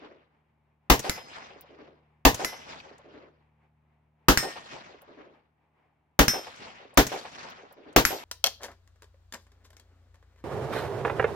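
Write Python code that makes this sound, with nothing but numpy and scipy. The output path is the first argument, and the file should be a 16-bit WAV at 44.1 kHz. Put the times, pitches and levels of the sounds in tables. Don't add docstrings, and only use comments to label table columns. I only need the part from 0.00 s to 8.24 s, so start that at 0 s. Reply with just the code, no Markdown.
import sys
import numpy as np
from scipy import signal
from scipy.fft import rfft, irfft, next_fast_len
from scipy.io import wavfile
from scipy.ndimage import uniform_filter1d, map_coordinates

SR = 44100
rng = np.random.default_rng(int(sys.argv[2]) if len(sys.argv) > 2 else 0)


def dump(signal):
    limited = np.clip(np.atleast_2d(signal).T, -1, 1)
    pcm = np.round(limited * 32767).astype(np.int16)
    wavfile.write(sys.argv[1], SR, pcm)


N = 363384
T = np.arange(int(1.4 * SR)) / SR
AIR_LOSS_DB, AIR_POWER = 1.15, 1.71


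def amp(db):
    return 10 ** (np.asarray(db) / 20)


def unit(x):
    return x / np.sqrt(np.mean(x ** 2) + 1e-20)


def along(points, hz):
    f, v = np.transpose(points)
    return np.interp(np.log(hz + 1), np.log(f + 1), v)


def filtered(x, response):
    n = x.shape[-1]
    m = next_fast_len(n + 8192)
    return irfft(rfft(x, m) * response(np.fft.rfftfreq(m, 1 / SR)), m)[..., :n]


def absorption(hz, seconds):
    return amp(-AIR_LOSS_DB * seconds * (hz / 1000) ** AIR_POWER)


# (f/Hz, correlation 0-1)
STEREO_LIKENESS = [(60, .93), (130, .6), (350, .7), (700, .5), (2000, .35), (12000, .25)]


def noise(spectrum, lead_ms=0, size=len(T)):
    def mid_side(hz):
        angle = np.arccos(np.clip(along(STEREO_LIKENESS, hz), -1, 1)) / 2
        return amp(along(spectrum, hz)) * np.array([np.cos(angle), np.sin(angle)])

    def left_lead(hz):
        return np.exp(1j * np.pi * np.outer([1, -1], hz) * lead_ms / 1000)

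    mid, side = filtered(rng.standard_normal((2, size)), mid_side)
    return unit(filtered(np.array([mid + side, mid - side]), left_lead))


def drift(t, rate):
    knots = rng.standard_normal(int(t[-1] * rate) + 4)
    return map_coordinates(knots, [t * rate], order=1)


def patches(shape, depth_db, bins, frames):
    grid = uniform_filter1d(rng.standard_normal(shape), bins, 0)
    return amp(depth_db * unit(uniform_filter1d(grid, frames, 1)))


def burst(t60, attack, delay=0):
    t = np.maximum(T - delay, 0)
    return (1 - np.exp(-t / attack)) * np.exp(-np.log(1000) * t / t60)


def varied(pattern, fresh, steady_hz):
    turn = lambda hz: np.arctan(hz / steady_hz)
    steady = filtered(pattern, lambda hz: np.cos(turn(hz)))
    return steady + filtered(fresh, lambda hz: np.sin(turn(hz)))


def add(track, s, sound):
    i = round(s * SR)
    a, b = max(i, 0), min(i + sound.shape[-1], N)
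    track[:, a:b] += sound[..., a - i:b - i]


# (f/Hz, level/dB rms before the swell)
ENGINE_TONES = [(75.3, -81), (113.5, -87), (151, -79), (226, -87)]
HUM_CREST_S, HUM_WIDTH_S, HUM_SWELL_DB = 2.7, 2.2, 8


def far_engine(waver=.9):
    t = np.arange(N) / SR
    hum = np.zeros(N)
    for hz, db in ENGINE_TONES:
        hum += amp(db) * np.sqrt(2) * np.sin(2 * np.pi * hz * t + waver * drift(t, 4))
    swell = np.exp(-((t - HUM_CREST_S) / HUM_WIDTH_S) ** 4)
    return hum * amp(HUM_SWELL_DB * swell)


# (f/Hz, level/dB per Hz, relative)
STILL_AIR = [(25, -16), (50, -6), (80, 0), (250, -4), (500, -11), (850, -6), (1400, -18), (2500, -22),
             (5000, -38), (16000, -42)]
# (f/Hz, level/dB per Hz, relative)
RUSTLE = [(100, -20), (350, -1), (550, -6), (850, 2), (1400, -10), (2300, -8), (4000, -28), (9000, -45)]


def air_and_rustle(air_db=-78, rustle_db=-75.5, depth_db=4.5):
    t = np.arange(N) / SR
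    rustle = amp(rustle_db + depth_db * drift(t, 14)) * noise(RUSTLE, size=N)
    return amp(air_db) * noise(STILL_AIR, size=N) + rustle


# (t/s, level/dB before the envelope, peak f/Hz)
CLICKS = [(1.6098, -40, 16000), (2.801, -37, 2500), (2.9812, -58, 7000), (5.0171, -52, 13000),
          (6.5601, -53, 6000), (6.9407, -55, 9000), (7.5, -54, 14000), (7.7244, -51, 13000),
          (7.928, -58, 7000)]


def ticks():
    out = np.zeros((2, N))
    for s, db, hz in CLICKS:
        colour = [(hz / 8, -30), (hz / 2, -19), (hz, 0), (hz * 2, -22), (hz * 4, -45)]
        add(out, s, amp(db) * noise(colour) * burst(.035, .0003))
    return out


# (f/Hz, level/dB per Hz, relative)
BULLET_CRACK = [(50, 4), (130, 5), (300, 0), (1000, -7), (3000, -10), (5000, -8), (6500, -2), (9000, -14),
                (16000, -15)]
WHIP_DELAY_S, WHIP_DB = .0935, -25


def bullet_cracks():
    out = np.zeros((2, N))
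    for s, *_, struck, spot, slap_db in SHOTS:
        if struck != "near":
            add(out, s + WHIP_DELAY_S, amp(WHIP_DB) * noise(BULLET_CRACK) * burst(.06, .0008))
    return out


# (f/Hz, level/dB per Hz, relative)
STEEL_SLAP = [(40, -1), (150, 3), (270, 3), (450, -6), (680, -11), (950, -5), (1450, 3), (2300, 1),
              (3200, -9), (5000, -3), (7000, -4), (9000, -17), (12000, -11.5), (16000, -14)]


def plate(name, modes, delay, ring_db, slap_t60, splash_db, splash_t60, waver=.55):
    out = np.zeros((2, N))
    for s, *_, struck, spot, slap_db in SHOTS:
        if struck != name:
            continue
        envelope = burst(slap_t60, .0003) + amp(splash_db) * burst(splash_t60, .003)
        add(out, s + delay, amp(slap_db) * noise(STEEL_SLAP, lead_ms=-.1) * envelope)
        for hz, t60, *levels in modes:
            start = rng.uniform(0, 2 * np.pi / 3, (2, 1))
            phase = 2 * np.pi * hz * T + start + waver * drift(T, 70)
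            add(out, s + delay, amp(ring_db + levels[spot]) * burst(t60, .001) * np.sin(phase))
    return out


# (f/Hz, t60/s, relative level/dB at each of two spots)
FAR_MODES = [(2040, .36, -37, -34), (4667, .3, -44, -46), (5100, 1, -46, -62), (5319, .45, -41, -37),
             (5669, .3, -57, -44), (5970, .55, -56, -42), (6831, .17, -47, -38), (8250, .3, -60, -45),
             (9900, .15, -60, -42), (11080, .3, -46, -45), (11260, .15, -45, -36), (11610, .26, -40, -38),
             (12800, .25, -45, -47), (13450, .24, -50, -49), (15180, .22, -47, -50)]
FAR_DELAY_S = .1965


def far_plate():
    return plate("far", FAR_MODES, FAR_DELAY_S, ring_db=-1.5, slap_t60=.016, splash_db=-20, splash_t60=.22)


# (f/Hz, t60/s, relative level/dB at each of three spots)
NEAR_MODES = [(1841, 0.62, -33, -48, -46), (3198, 0.5, -52, -42, -42), (3639, 0.42, -46, -41, -43),
              (5324, 0.3, -23, -18, -38), (5873, 0.24, -35, -21, -50), (8372, 0.35, -36, -41, -42),
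              (8738, 0.33, -33, -39, -60), (9878, 0.3, -59, -61, -39), (10910, 0.18, -49, -43, -34),
              (12170, 0.3, -40, -54, -36), (12603, 0.29, -39, -30, -25.5), (12870, 0.14, -49, -34, -42),
              (13700, 0.24, -52, -44, -94), (14930, 0.28, -75, -49, -39)]
NEAR_DELAY_S = .0901


def near_plate():
    return plate("near", NEAR_MODES, NEAR_DELAY_S, ring_db=-.7, slap_t60=.014, splash_db=-16.5, splash_t60=.23)


# (f/Hz, level/dB per Hz, relative, before air absorption)
RUBBLE_COLOUR = [(30, -19), (70, -7), (150, -2), (350, -3), (850, 1.5), (1800, -.5), (3200, -2.5),
                 (6500, -2.5), (8800, -10), (12000, -7), (16000, -7)]
# (crest delay t/s, level/dB, rise/dB per s, fall/dB per s)
RUBBLE_SLOPES = [(.155, -36.3, 170, 64), (.46, -39.3, 78, 56), (.93, -49.8, 70, 92)]


def rubble(lumps_db=2.3, slaps_db=1.5, grain_db=1.8):
    hz, t, z = signal.stft(noise(RUBBLE_COLOUR, lead_ms=-.39), SR, nperseg=256)
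    boulders = patches(z.shape[1:], lumps_db, bins=8, frames=9)
    z = z * absorption(hz[:, None], t) * boulders
    rolling = signal.istft(z, SR, nperseg=256)[1][:, :len(T)]
    swells = []
    for crest, db, rise, fall in RUBBLE_SLOPES:
        swells.append(amp(db - np.maximum(rise * (crest - T), fall * (T - crest))))
    roughness = amp(slaps_db * drift(T, 60) + grain_db * drift(T, 700))
    return rolling * np.linalg.norm(swells, axis=0) * roughness


# (delay t/s, relative level/dB, t60/s, centre f/Hz)
ROCK_FACES = [(.144, -28, .22, 520), (.272, -40, .15, 720), (.274, -44.5, .16, 2400),
              (.425, -44, .18, 2300), (.473, -45, .2, 750), (.6, -49.5, .25, 550), (.655, -44, .12, 430),
              (.736, -49, .12, 700), (.79, -52, .55, 400), (.885, -49.5, .5, 380), (.888, -53.5, .17, 1600),
              (.965, -53.5, .35, 400)]
# (multiple of its centre f, level/dB per Hz, relative)
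ROCK_COLOUR = [(.1, -28), (.45, -18), (.7, -1), (1, 0), (1.45, -2), (2.1, -14), (5, -23), (12, -38),
               (24, -62)]


def rock_faces(blur=.011):
    out = np.zeros((2, len(T)))
    for delay, db, t60, centre in ROCK_FACES:
        slap = noise([(centre * k, level) for k, level in ROCK_COLOUR])
        dulled = filtered(slap, lambda hz: absorption(hz, delay))
        out += amp(db + 3) * burst(t60, .002 + blur * delay, delay) * dulled
    return out


# (f/Hz, relative level/dB, t60/s)
SITE_TONES = [(108, -31, .22), (132, -27, .25), (245, -23, .13), (287, -19.5, .16), (385, -23, .13),
              (431, -21, .18), (484, -19.5, .15), (622, -22, .15), (715, -24, .14), (802, -19.5, .15),
              (933, -21.5, .14), (1202, -29, .14), (1660, -28, .18)]


def hollow(delay=.009, lead_s=.00025):
    t = T + np.array([[lead_s], [0]])
    ring = np.zeros((2, len(T)))
    for hz, db, t60 in SITE_TONES:
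        ring += amp(db) * burst(t60, .003, delay) * np.sin(2 * np.pi * (hz * t + rng.random()))
    return ring


# (f/Hz, level/dB per Hz, relative)
CRACK_COLOUR = [(30, -18), (160, -6), (260, 0), (450, -2), (900, -1), (1500, -6), (3000, -9), (4200, -13.5),
                (6500, -12.5), (8800, -26), (12500, -14), (16000, -15.5)]
# (f/Hz, level/dB per Hz, relative)
BODY_COLOUR = [(30, -9), (90, -9), (170, -6), (260, -2), (480, -1), (800, -3), (1300, -7.5), (3000, -10.5),
               (4200, -13), (6500, -13.5), (8800, -26), (12500, -19), (16000, -21)]
CRACK_DB, CRACK_ATTACK_S, CRACK_T60_S = 7.3, .006, .026
BODY_DB, BODY_DELAY_S, BODY_ATTACK_S, BODY_T60_S = -7.4, .004, .011, .152


def roar():
    crack = amp(CRACK_DB) * burst(CRACK_T60_S, CRACK_ATTACK_S) * noise(CRACK_COLOUR, lead_ms=.04)
    body = amp(BODY_DB) * burst(BODY_T60_S, BODY_ATTACK_S, BODY_DELAY_S) * noise(BODY_COLOUR, lead_ms=.22)
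    return crack + body


# (delay t/s, relative level/dB, length/s)
SHOCK_FRONTS = [(.0018, -11, .0003), (.0044, -5, .0006), (.016, -6.5, .0009), (.0198, -12, .0004),
                (.0422, -15, .0006)]


def pressure(thump_db, thump_hz=50, crest=.0185, width=.0152, lead_s=.0009):
    t = T - crest + np.array([[lead_s], [-lead_s]]) / 2
    wave = amp(thump_db) * np.cos(2 * np.pi * thump_hz * t) * np.exp(-(t / width) ** 2)
    for delay, db, length in SHOCK_FRONTS:
        u = np.maximum(T - delay, 0) / length
        wave = wave + amp(db) * (1 - u) * np.exp(-u) * (1 - np.exp(-12 * u))
    return wave


# (t/s, relative level/dB, deep thump level/dB, hollow ring level/dB, lag of the first bounce/s,
#   its strength 0-1, plate struck, spot on the plate, bullet slap level/dB)
SHOTS = [(-.87, 1, -16, 0, .0011, .4, "none", 0, 0), (.8990, .2, -13.2, -1, .00105, .4, "far", 0, -11.5),
         (2.2504, .6, -15, 0, .00108, .7, "far", 1, -15),
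         (4.2833, .3, -17.3, -3.5, .00068, .5, "near", 0, -7),
         (6.1906, 0, -14.5, .5, .00064, .35, "near", 1, -7.5),
         (6.9731, .8, -17, .5, .00055, .35, "none", 0, 0),
         (7.9612, .4, -21.5, -1, .0006, .1, "near", 2, -7)]


def rifle(soft_hz=2600):
    out = np.zeros((2, N))
    ground, slopes, ring, faces = roar(), rubble(), hollow(), rock_faces()
    for s, db, thump_db, hollow_db, lag, bounce, *_ in SHOTS:
        comb = lambda hz: 1 + bounce * np.exp(-2j * np.pi * hz * lag) / (1 + (hz / soft_hz) ** 4)
        close = filtered(varied(ground, roar(), steady_hz=300), comb)
        blast = pressure(thump_db) * amp([[.3], [-.3]])
        report = blast + close + amp(hollow_db) * ring
        echoes = faces + varied(slopes, rubble(), steady_hz=150)
        add(out, s, amp(db) * (report + echoes))
    return out


def scene():
    background = far_engine() + air_and_rustle()
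    small_sounds = ticks() + bullet_cracks()
    mix = background + small_sounds + far_plate() + near_plate() + rifle()
    return mix * amp([[.5], [-.5]])


TOP_HZ = 16100


def record(dry, ceiling=.95):
    rounded = dry / (1 + np.abs(dry / ceiling) ** 6) ** (1 / 6)
    return filtered(rounded, lambda hz: 1 / (1 + (hz / TOP_HZ) ** 100))


dry = scene()
out = record(dry)
dump(out)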